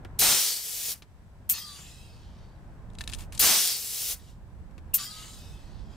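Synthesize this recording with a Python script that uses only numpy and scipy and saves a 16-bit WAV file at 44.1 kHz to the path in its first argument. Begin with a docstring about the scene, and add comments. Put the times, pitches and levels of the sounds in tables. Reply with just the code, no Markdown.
"""Air-driven pump on an apron

Twice the pump vents in a long hiss; twice it refills with a spit and a whistling sigh: shaped, coloured noise.
Gliding narrow-band noise whistles in the air; noise cracks and decaying modes make fittings tick and bump.
Wind and far machinery rumble in filtered noise that drops soon after each valve opens, then comes back slowly.
A hum and two close steady tones that beat in the treble join them, and the microphone hisses."""
import sys
import numpy as np
from scipy import signal
from scipy.fft import rfft, irfft, next_fast_len
from scipy.io import wavfile
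from scipy.ndimage import uniform_filter1d

SR = 44100
rng = np.random.default_rng(int(sys.argv[2]) if len(sys.argv) > 2 else 0)


def generate_wav(signal):
    """Clip the signal to [-1, 1] and save it as 16-bit WAV at the path in sys.argv[1]."""
    frames = np.transpose(np.atleast_2d(signal))
    scaled = np.clip(frames, -1, 1) * 32767
    pcm = np.round(scaled).astype(np.int16)
    wavfile.write(sys.argv[1], SR, pcm)


N = 262836   # samples
LEFT_RIGHT = np.array([[1], [-1]])


def from_db(db):
    """Amplitude factor of a level."""
    return 10 ** (np.asarray(db) / 20)


def rms_one(x):
    """Signal scaled to rms 1."""
    return x / np.sqrt(np.mean(x ** 2) + 1e-20)


def in_time(rows):
    """Columns of a table, interpolated to every sample."""
    s, *columns = np.transpose(rows)
    return [np.interp(np.arange(N) / SR, s, c) for c in columns]


def at_hz(points, hz):
    """Table value at each frequency, interpolated over log frequency."""
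    points = np.array(points)
    return np.interp(np.log(np.maximum(hz, 1)), np.log(points[:, 0]), points[:, 1])


def drift(corner_hz):
    """Slow chance of spread 1: noise through two equal poles, computed at SR / 10."""
    pole = np.exp(-20 * np.pi * corner_hz / SR)
    white = rng.standard_normal(N // 10 + 4002)
    slow = signal.lfilter([1], [1, -2 * pole, pole * pole], white)[4000:]
    return np.interp(np.arange(N) / 10, np.arange(len(slow)), rms_one(slow))


def air(spectrum, likeness, balance=((100, 0), (200, 0)), phase=((0, 0), (1, 0)), edge_db_per_octave=26.0):
    """Stereo noise of a given colour, likeness, balance and phase lead; mid rms 1."""
    size = next_fast_len(N)
    hz = np.fft.rfftfreq(size, 1 / SR)[1:]
    below = np.maximum(spectrum[0][0] / hz, 1)
    above = np.maximum(hz / spectrum[-1][0], 1)
    gain = from_db(at_hz(spectrum, hz) - edge_db_per_octave * np.log2(below * above))
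    mid, side = rfft(rng.standard_normal((2, size)))[:, 1:]
    alike = np.clip(at_hz(likeness, hz), -1, 1)
    pair = np.sqrt(1 + alike) * mid + np.sqrt(1 - alike) * side * LEFT_RIGHT
    pair = pair * gain * from_db(at_hz(balance, hz) / 2 * LEFT_RIGHT)
    pair = pair * np.exp(.5j * np.interp(hz, *np.transpose(phase)) * LEFT_RIGHT)
    out = irfft(np.pad(pair, ((0, 0), (1, 0))), size)[:, :N]
    return out / np.sqrt(np.mean(out.mean(axis=0) ** 2))


# stereo image of the pump: (frequency [Hz], left-right likeness [-1..1])
PUMP_LIKENESS = [(60, .45), (150, 1), (400, 0.39), (1000, 0.92), (2400, 0.88), (6000, 0.67), (15000, 0.98)]
# (frequency [Hz], left minus right [dB])
PUMP_BALANCE = [(60, -1.5), (130, -0.5), (290, -0.5), (640, -1), (1410, 0.5), (3100, -0.5), (6820, 1.5),
                (15000, 2.5)]
# (frequency [Hz], left leads by [rad])
PUMP_PHASE = [(0, 1.3), (2670, 0.62), (4480, 0.25), (9730, 0.87), (10800, 1.3), (12200, -0.099),
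              (14800, -0.74), (15800, 0.2), (16500, 0.86)]


def pump_air(spectrum, flutter_db):
    """Turbulent air from the pump: eddies make it flutter fast and slowly."""
    flutter = from_db(flutter_db * (drift(330.0) + 0.29 * drift(25.)))
    return air(spectrum, PUMP_LIKENESS, PUMP_BALANCE, PUMP_PHASE) * rms_one(flutter)


def streaky(x, depth_db, width_bins=2, hold_frames=37):
    """Faint narrow bands swell and fade at random in the moving air."""
    cells = signal.stft(x, nperseg=512, noverlap=384)[2]
    chance = rng.standard_normal(cells.shape[1:])
    for _ in range(2):
        chance = uniform_filter1d(chance, size=width_bins, axis=0)
        chance = uniform_filter1d(chance, size=hold_frames, axis=1)
    gain = rms_one(from_db(depth_db * rms_one(chance)))
    return signal.istft(cells * gain, nperseg=512, noverlap=384)[1][:, :N]


def placed(shape, s, level_db):
    """A stroke's shape moved to its moment and level."""
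    return [(s + after, *(level_db + np.array(db))) for after, *db in shape]


def strokes(tables, column, open_s, shut_s):
    """Summed gain of one dB column over all strokes: ramped in, dying away after the last row."""
    t, gain = np.arange(N) / SR, 0
    for rows in tables:
        rise = np.clip((t - rows[0][0]) / open_s, 0, 1) ** 2
        fall = np.exp(-np.maximum(t - rows[-1][0], 0) / shut_s)
        gain = gain + from_db(in_time(rows)[column]) * rise * fall
    return gain


DIP_AFTER_VENT_S, DIP_AFTER_REFILL_S = 0.14, .04   # dip starts after the valve opens
DIP_SINK_S = 0.036   # time constant


def rumble_dip_db(back_s, lead_s):
    """The background rumble drops soon after each valve opens, then comes back slowly."""
    dips = [(s + DIP_AFTER_VENT_S - lead_s, db) for s, _, db in VENTS]
    dips += [(row[0] + DIP_AFTER_REFILL_S, row[4]) for row in REFILLS]
    total_db = 0
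    for s, db in dips:
        since = np.maximum(np.arange(N) / SR - s, 0)
        total_db = total_db - db * (1 - np.exp(-since / DIP_SINK_S)) * np.exp(-since / back_s)
    return total_db


# gusts on the microphone ports, before dip and drift: (time [s], level [dB], left minus right [dB])
WIND = [(0.0, -50, -4), (0.16, -46.5, 1), (0.9, -45, 0.5), (1.44, -43, 1.5), (1.7, -46, -0.5),
        (2.16, -43.5, -0.5), (2.54, -44.5, 1), (2.75, -45, -2), (3.2, -40.5, -7), (3.39, -42.5, 0),
        (3.92, -47.5, -13), (4.4, -40.5, -2.5), (4.61, -38.5, -5), (4.72, -45, -11), (4.86, -37.5, -6),
        (5.05, -50.5, -12), (5.4, -44.5, -2.5), (5.7, -43.5, -11), (5.88, -38.5, -11.5), (5.96, -52, -10)]
# (frequency [Hz], relative level [dB per Hz])
WIND_COLOUR = [(8.8, -37), (15, -1.5), (43, 6.5), (78, 5), (147, -12), (183, -9.5), (265, -24),
               (317, -18.5), (400, -27.5), (520, -51), (880, -120)]
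# (frequency [Hz], left-right likeness [-1..1])
WIND_LIKENESS = [(25, 0.51), (60, 0.39), (150, 1)]
WIND_DIP_SHARE, WIND_BACK_S = 1.3, 0.88   # share of the dip [dB/dB], return time constant
WIND_DIP_LEAD_S = .04   # dips sooner in vents


def wind():
    """Lumpy low noise that follows the gusts."""
    level_db, pan_db = in_time(WIND)
    dip_db = WIND_DIP_SHARE * rumble_dip_db(WIND_BACK_S, WIND_DIP_LEAD_S)
    gust_db = level_db + dip_db + 0.52 * drift(8.) + pan_db / 2 * LEFT_RIGHT
    return air(WIND_COLOUR, WIND_LIKENESS) * from_db(gust_db)


# far machinery: (frequency [Hz], relative level [dB per Hz])
APRON_COLOUR = [(59, -31), (100, -5), (185, -11.5), (337, -22.5), (422, -23.5), (730, -24), (1060, -25.5),
                (1120, -29.5), (1500, -31.5), (1600, -31), (6000, -64.5), (7800, -94), (13200, -120)]
# (frequency [Hz], left-right likeness [-1..1])
APRON_LIKENESS = [(60, 0.4), (150, 1), (380, 0.93), (950, 0.62), (2380, 0.02), (5980, 0.08), (15000, 0.14)]
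APRON_DB, DIP_BACK_S = -48, 1.05   # level before dips, return time constant
HUM_HZ, HUM_DB = 178, -66.5   # mean peak level
WHINE_HZ, WHINE_DB = (7854, 7881), -92   # rms of each tone


def machinery():
    """Far rumble of coloured noise, a wavering hum, and two close steady tones that beat."""
    t = np.arange(N) / SR
    rumble = air(APRON_COLOUR, APRON_LIKENESS) * from_db(APRON_DB + rumble_dip_db(DIP_BACK_S, 0))
    hum = from_db(HUM_DB + 2.5 * drift(3.)) * np.sin(2 * np.pi * HUM_HZ * t)
    tones = sum(np.sin(2 * np.pi * (hz * t + rng.random())) for hz in WHINE_HZ)
    return rumble + hum + from_db(WHINE_DB) * np.sqrt(2) * tones


# metal fittings: (frequency [Hz], width before a 0.55 factor [Hz], relative level [dB])
FITTING_MODES = [(1777, 91, -16), (2660, 370, -2.5), (3850, 590, -1), (6640, 450, -11), (7260, 280, -13.5),
                 (10000, 840, -15.5)]
PAN_SCATTER_DB = 2


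def knocks(events, colour, split_hz, ring_db, t60_s, side_db):
    """Each knock is a crack of noise, duller or brighter, and rings the metal fittings briefly."""
    crack = air(colour, PUMP_LIKENESS)
    dull = signal.sosfilt(signal.butter(2, split_hz, fs=SR, output="sos"), crack)
    out, t = np.zeros((2, N)), np.arange(SR // 5) / SR
    hz, width_hz, mode_db = np.transpose(FITTING_MODES)[:, :, None]
    chance = rng.standard_normal((len(events), len(hz) + 1, 1))
    ringing = np.exp(-np.pi * .55 * width_hz * t) * np.sin(2 * np.pi * hz * t)
    for (s, peak_db, bright_db), own in zip(events, chance):
        near = slice(round(s * SR), round(s * SR) + SR // 5)
        noise = dull[:, near] + from_db(bright_db + 8.5) * (crack - dull)[:, near]
        noise = noise * from_db(-11.0 - 60 * t / max(t60_s, .004))
        struck = from_db(mode_db + 3.5 * own[1:] + ring_db + (hz > split_hz) * (bright_db + 10.0))
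        rings = (struck * ringing).sum(axis=0)
        pan_db = side_db + PAN_SCATTER_DB * own[0, 0]
        out[:, near] += from_db(peak_db) * (noise + rings) * from_db(pan_db / 2 * LEFT_RIGHT)
    return out


# fittings and frame: (time [s], nominal peak [dB], relative brightness [dB])
TICKS = [(0.2134, -27, 6), (2.902, -47.5, -15), (2.9515, -35.5, -16), (2.9863, -24.5, -13.5),
         (3.0085, -18.5, -15), (3.0134, -23, -15.5), (3.039, -29, -11.5), (3.0763, -17, -13.5),
         (3.0918, -29, -15), (3.0972, -22.5, -15), (3.1187, -35, -4), (3.126, -23, -24),
         (3.1348, -18.5, -11), (3.1396, -29, -7.5), (3.1478, -28.5, -7), (3.1872, -42, -4),
         (3.2071, -36, -5), (3.3234, -29.5, -9), (3.3488, -40, 1), (3.3771, -34, 0)]
# (frequency [Hz], relative level [dB per Hz])
TICK_COLOUR = [(350, -45.5), (600, -21.5), (1270, -16.5), (2510, -8), (3940, -1), (5390, -5.5),
               (9680, -4.5), (11200, -16), (15600, -31.5)]
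# spells of faint rattling: (from [s], to [s], rate [1/s], mean nominal peak [dB])
RATTLE = [(2.922, 2.98, 40, -53), (3.19, 3.234, 70, -46), (3.326, 3.384, 70, -41)]
RATTLE_SPREAD_DB, RATTLE_BRIGHT_DB = 4, -1.5
TICK_T60_S, TICK_PAN_DB = .024, 5


def ticks():
    """Sharp knocks of fittings, with faint chance rattling between them."""
    rattle = []
    for start, end, rate, peak_db in RATTLE:
        for _ in range(round(rate * (end - start))):
            rattle.append((rng.uniform(start, end), rng.normal(peak_db, RATTLE_SPREAD_DB), RATTLE_BRIGHT_DB))
    return knocks(TICKS + rattle, TICK_COLOUR, 4600.0, -11.0, TICK_T60_S, TICK_PAN_DB)


# frame and hose: (time [s], nominal peak [dB], relative brightness [dB])
BUMPS = [(0.049, -28.5, -17.5), (1.022, -40, -2.5), (1.79, -36.5, -13), (4.71, -51, -12),
         (4.78, -38, -11.5), (5.219, -40, -17.5), (5.243, -36, -16)]
# (frequency [Hz], relative level [dB per Hz])
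BUMP_COLOUR = [(180, -42), (300, 1.5), (610, -14), (1360, -10), (4970, -17.5), (13000, -33)]
BUMP_T60_S, BUMP_PAN_DB = 0.058, 3


def bumps():
    """Soft knocks of frame and hose that hardly ring."""
    return knocks(BUMPS, BUMP_COLOUR, 2700.0, -14.0, BUMP_T60_S, BUMP_PAN_DB)


# under the ticks: (time [s], duration [s], level [dB], fading [dB/s])
SCUFF = [(2.986, 0.073, -53.5, 120), (3.08, 0.093, -54.5, 20), (3.182, 0.049, -50, 40),
         (3.322, 0.078, -46.5, 180)]
# (frequency [Hz], relative level [dB per Hz])
SCUFF_COLOUR = [(530, -26), (900, -2.5), (1380, -8.5), (1540, -12), (2630, -5), (5660, -10), (8690, -8.5),
                (15600, -17.5)]


def scuffs():
    """Rubbing as grainy, fluttering noise."""
    rows = [[(s, db), (s + lasts, db - fading * lasts)] for s, lasts, db, fading in SCUFF]
    return strokes(rows, 0, 0.004, .016) * pump_air(SCUFF_COLOUR, 1.7)


# jet, per vent: (from [s after opening], to [s after opening], from [Hz], to [Hz], width [Hz], rms [dB])
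VENT_WHISTLES = [(.09, .31, 6300, 5700, 90, -36), (.185, .43, 10750, 8000, 302, -43),
                 (.44, .6, 7700, 7600, 90, -46.5), (0.52, .74, 7700, 7100, 180, -52),
                 (.32, .74, 13000, 12750, 280, -49), (.46, .75, 10100, 11000, 380, -47)]
# outlet pipe, per refill: (from [s after opening], to [s after opening], from [Hz], to [Hz], width [Hz], rms [dB])
FILL_WHISTLES = [(.1, .2, 5500, 5450, 150, -52.5), (.13, .3, 4350, 3900, 200, -54.5),
                 (0.058, .105, 7170, 7000, 80, -46), (0.057, .11, 5100, 5200, 90, -48),
                 (.077, .15, 14550, 14100, 200, -45.5), (.085, .28, 5030, 4580, 90, -46),
                 (.06, 0.168, 1150, 1230, 36, -60), (0.12, 0.19, 3205, 3240, 61, -50.5),
                 (.115, 0.18, 2005, 2015, 50, -59), (0.16, 0.265, 4050, 4000, 110, -53.5),
                 (.18, .33, 3620, 3520, 90, -56), (.25, 0.415, 2800, 3110, 40, -60),
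                 (.25, 0.37, 4680, 4650, 55, -59), (.29, .49, 7550, 7300, 240, -59),
                 (.37, .73, 5170, 5210, 45, -66), (.34, .63, 4000, 3900, 84, -61.5),
                 (.39, 0.8, 2565, 2585, 40, -67)]
# heard once: (from [s], to [s], from [Hz], to [Hz], width [Hz], rms [dB])
LONE_WHISTLES = [(.45, 0.635, 4500, 4570, 350, -39), (1.532, 1.602, 4450, 4300, 50, -45),
                 (1.539, 1.585, 2590, 2900, 80, -49), (2.002, 2.16, 2770, 2780, 30, -70),
                 (3.57, 3.72, 10900, 9950, 310, -39.5), (3.689, 3.795, 5000, 4400, 500, -35),
                 (4.935, 4.965, 2727, 2764, 110, -41.5), (4.99, 5.05, 1178, 1157, 35, -51),
                 (5.401, 5.672, 3700, 3490, 60, -68)]
HOSE_NOTE_S, HOSE_NOTE_HZ = .125, 1240   # start after opening, start frequency
HOSE_NOTE_WIDTH_HZ, HOSE_NOTE_DB = 14.6, -57.5


def whistle_rows():
    """Every stroke plays the whistles of its kind; each refill bends the low hose note its own way."""
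    rows = [(s + start, s + end, *tone) for s, *_ in VENTS for start, end, *tone in VENT_WHISTLES]
    rows += [(s + start, s + end, *tone) for s, *_ in REFILLS for start, end, *tone in FILL_WHISTLES]
    for s, *_, end_hz, lasts in REFILLS:
        start = s + HOSE_NOTE_S
        rows.append((start, start + lasts, HOSE_NOTE_HZ, end_hz, HOSE_NOTE_WIDTH_HZ, HOSE_NOTE_DB))
    return rows + LONE_WHISTLES


def whistles(apart=.45, steady=0.75):
    """Noise in narrow gliding resonances: tones of wandering size and phase that swell and fade."""
    out, white = np.zeros((2, N)), rng.standard_normal((4, N))
    for start, end, from_hz, to_hz, width_hz, level_db in whistle_rows():
        near = slice(round(start * SR), round(end * SR))
        count = near.stop - near.start
        draw = rng.integers(N // 2)   # each whistle wanders its own way
        lowpass = signal.butter(2, width_hz / 2, fs=SR, output="sos")
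        wander = signal.sosfilt(lowpass, white[:, draw:draw + count + 2500])[:, 2500:]
        wander = wander * np.sqrt(SR / width_hz)
        mid, side = wander[:2] + 1j * wander[2:]
        # the wider the whistle, the weaker its steady core
        core = min(steady, .95) * min(50. / width_hz, 1)
        mid = np.sqrt(2) * core + np.sqrt(1 - core ** 2) * mid
        lead = np.interp(from_hz, *np.transpose(PUMP_PHASE)) / 2 * LEFT_RIGHT
        glide_hz = to_hz + (from_hz - to_hz) * np.linspace(1, 0, count) ** 1.5   # slows down
        turns = np.cumsum(glide_hz) / SR
        tone = (mid + apart * side * LEFT_RIGHT) * np.exp(1j * (2 * np.pi * turns + lead))
        pan = from_db(at_hz(PUMP_BALANCE, from_hz) / 2 * LEFT_RIGHT)
        swell = np.sin(np.pi * (np.arange(count) / count) ** 0.45) ** 0.9
        out[:, near] += from_db(level_db) * pan * swell * tone.real
    return out


PIPE_HZ, PIPE_ECHO = 645, 0.12   # resonance spacing, share reflected at the end


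def pipe(x):
    """Sound runs up and down the outlet pipe: evenly spaced resonances."""
    hz = np.fft.rfftfreq(N, 1 / SR)
    ringing = irfft(rfft(x) / (1 - PIPE_ECHO * np.exp(-2j * np.pi * hz / PIPE_HZ)), N)
    return ringing * np.sqrt(1 - PIPE_ECHO ** 2)


# (valve opens [s], spit [dB], spit duration [s], sigh against shape [dB], rumble dip scale [dB],
#  hose note end [Hz], hose note duration [s])
REFILLS = [(1.49, -19, .038, -.5, 3.5, 1124, .2), (4.936, -17, 0.03, .5, 2.5, 1296, .37)]
# refill shape: (time after opening [s], sigh [dB], treble [dB])
FILL = [(0.036, -52, -36.5), (0.048, -40.5, -41.5), (0.1, -43, -43.5), (0.155, -54, -50),
        (0.29, -50, -51.5), (0.56, -61.5, -63.5), (0.72, -63.5, -74), (0.93, -66.5, -89), (1.3, -87, -86)]
# faint seeps of air: (from [s], to [s], sigh [dB], treble [dB])
SEEPS = [(4.166, 4.304, -62.5, -65.5), (5.884, 5.96, -71, -74)]
# spit, sigh, treble: (frequency [Hz], relative level [dB per Hz])
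SPIT_COLOUR = [(290, -64), (500, -33.5), (1260, -33.5), (1770, -35), (2730, -21), (2980, -25.5),
               (4520, -24.5), (9290, -12), (10600, -18.5), (13100, -4), (15600, -11)]
FILL_COLOUR = [(410, -56), (700, -20), (1230, -11), (1460, -13), (1970, -12), (2220, -14), (3160, -7),
               (4740, -6), (6260, -14.5), (9000, -22.5), (11700, -51), (19800, -120)]
FILL_TREBLE = [(3530, -25), (6000, 6.5), (9430, 6.5), (11500, -3), (12700, -2), (14100, -3), (14800, -15),
               (15600, -6)]
SPIT_PEAK_S, SPIT_CLOSE_S, SEEP_FADE_S = 0.01, .015, 0.031
SPIT_START_DB, SPIT_SAG_DB, SPIT_CLOSE_DB = -4.5, -7.5, -20   # against the spit's level


def refill():
    """A bright spit, then air sighs through the outlet pipe as the pressure evens out."""
    spits = []
    for s, db, lasts, *_ in REFILLS:
        shape = [(0, SPIT_START_DB), (SPIT_PEAK_S, 0), (lasts, SPIT_SAG_DB), (lasts + SPIT_CLOSE_S, SPIT_CLOSE_DB)]
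        spits.append(placed(shape, s, db))
    fills = [placed(FILL, s, sigh_db) for s, _, _, sigh_db, *_ in REFILLS]
    seeps = [[(start, *db), (end, *db)] for start, end, *db in SEEPS]
    sigh_gain, treble_gain = [strokes(fills, k, 0.0093, .028) + strokes(seeps, k, .03, SEEP_FADE_S)
                              for k in range(2)]
    spit = strokes(spits, 0, 0.0055, 0.0074) * pump_air(SPIT_COLOUR, 1.07)
    sigh = sigh_gain * pump_air(FILL_COLOUR, 1.2)
    treble = treble_gain * pump_air(FILL_TREBLE, 1.1)
    return spit + streaky(pipe(sigh + treble), 3.1)


# (valve opens [s], level against shape [dB], rumble dip scale [dB])
VENTS = [(0.186, -0.03, 21), (3.39, 0.56, 15)]
# vent shape: (time after opening [s], nozzle hiss [dB], chamber rush before a 3.5 dB cut [dB], low roar [dB])
VENT = [(0.001, -21.5, -33, -51), (0.018, -20.5, -31, -55), (0.034, -22, -20, -31), (0.14, -26, -20, -33.5),
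        (0.29, -29.5, -26, -51), (0.42, -38.5, -36.5, -58.5), (0.49, -38, -38, -63.5),
        (0.735, -32, -33.5, -57.5), (0.755, -38.5, -54, -60), (0.766, -54, -49, -59),
        (0.795, -58, -63, -70)]
# hiss, rush, roar: (frequency [Hz], relative level [dB per Hz])
NOZZLE = [(180, -61.5), (300, -32), (454, -8.5), (601, -20.5), (709, -13.5), (864, -23), (1420, -20),
          (4740, -6), (8750, -7), (9980, -1), (11000, -6.5), (13000, -3.5), (15600, -6)]
RUSH = [(710, -42.5), (1200, -18), (2710, -5.5), (2920, -2), (5940, 3.5), (6680, 0), (8930, 1.5),
        (11200, -13.5), (13600, -10), (15600, -11)]
ROAR = [(35, -41), (60, -12.5), (294, -4.5), (421, -5), (472, -9), (665, -2.5), (1220, -3.5), (3000, -3),
        (3900, -41), (6600, -120)]
# (frequency [Hz], left-right likeness [-1..1])
ROAR_LIKENESS = [(100, .7), (400, .62), (2000, .66)]


def vent():
    """The nozzle hisses while the emptying chamber adds a rush and a low roar."""
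    tables = [placed(VENT, s, level_db) for s, level_db, _ in VENTS]
    hiss = strokes(tables, 0, 0.005, 0.022) * pump_air(NOZZLE, 1.5)
    rush = strokes(tables, 1, 0.017, 0.017) * pump_air(RUSH, 0.5) * from_db(-3.5)
    roar = strokes(tables, 2, 0.017, 0.022) * air(ROAR, ROAR_LIKENESS, PUMP_BALANCE)
    return streaky(hiss + rush, 1.1) + roar


def scene():
    """All layers, background first."""
    return wind() + machinery() + ticks() + bumps() + scuffs() + whistles() + refill() + vent()


# (frequency [Hz], relative level [dB per Hz])
MIC_HISS = [(1500, 3.5), (4000, -2.5), (8000, -6), (15600, -13)]
MIC_HISS_DB, CUTOFF_HZ = -74.5, 16050


def record(dry):
    """The microphone adds nearly independent hiss to each channel; the top is cut steeply."""
    hiss = from_db(MIC_HISS_DB) * air(MIC_HISS, ((100, .1), (200, .1)))
    return signal.sosfilt(signal.cheby2(24, 80, CUTOFF_HZ, fs=SR, output="sos"), dry + hiss)


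dry = scene()
out = record(dry)
generate_wav(out)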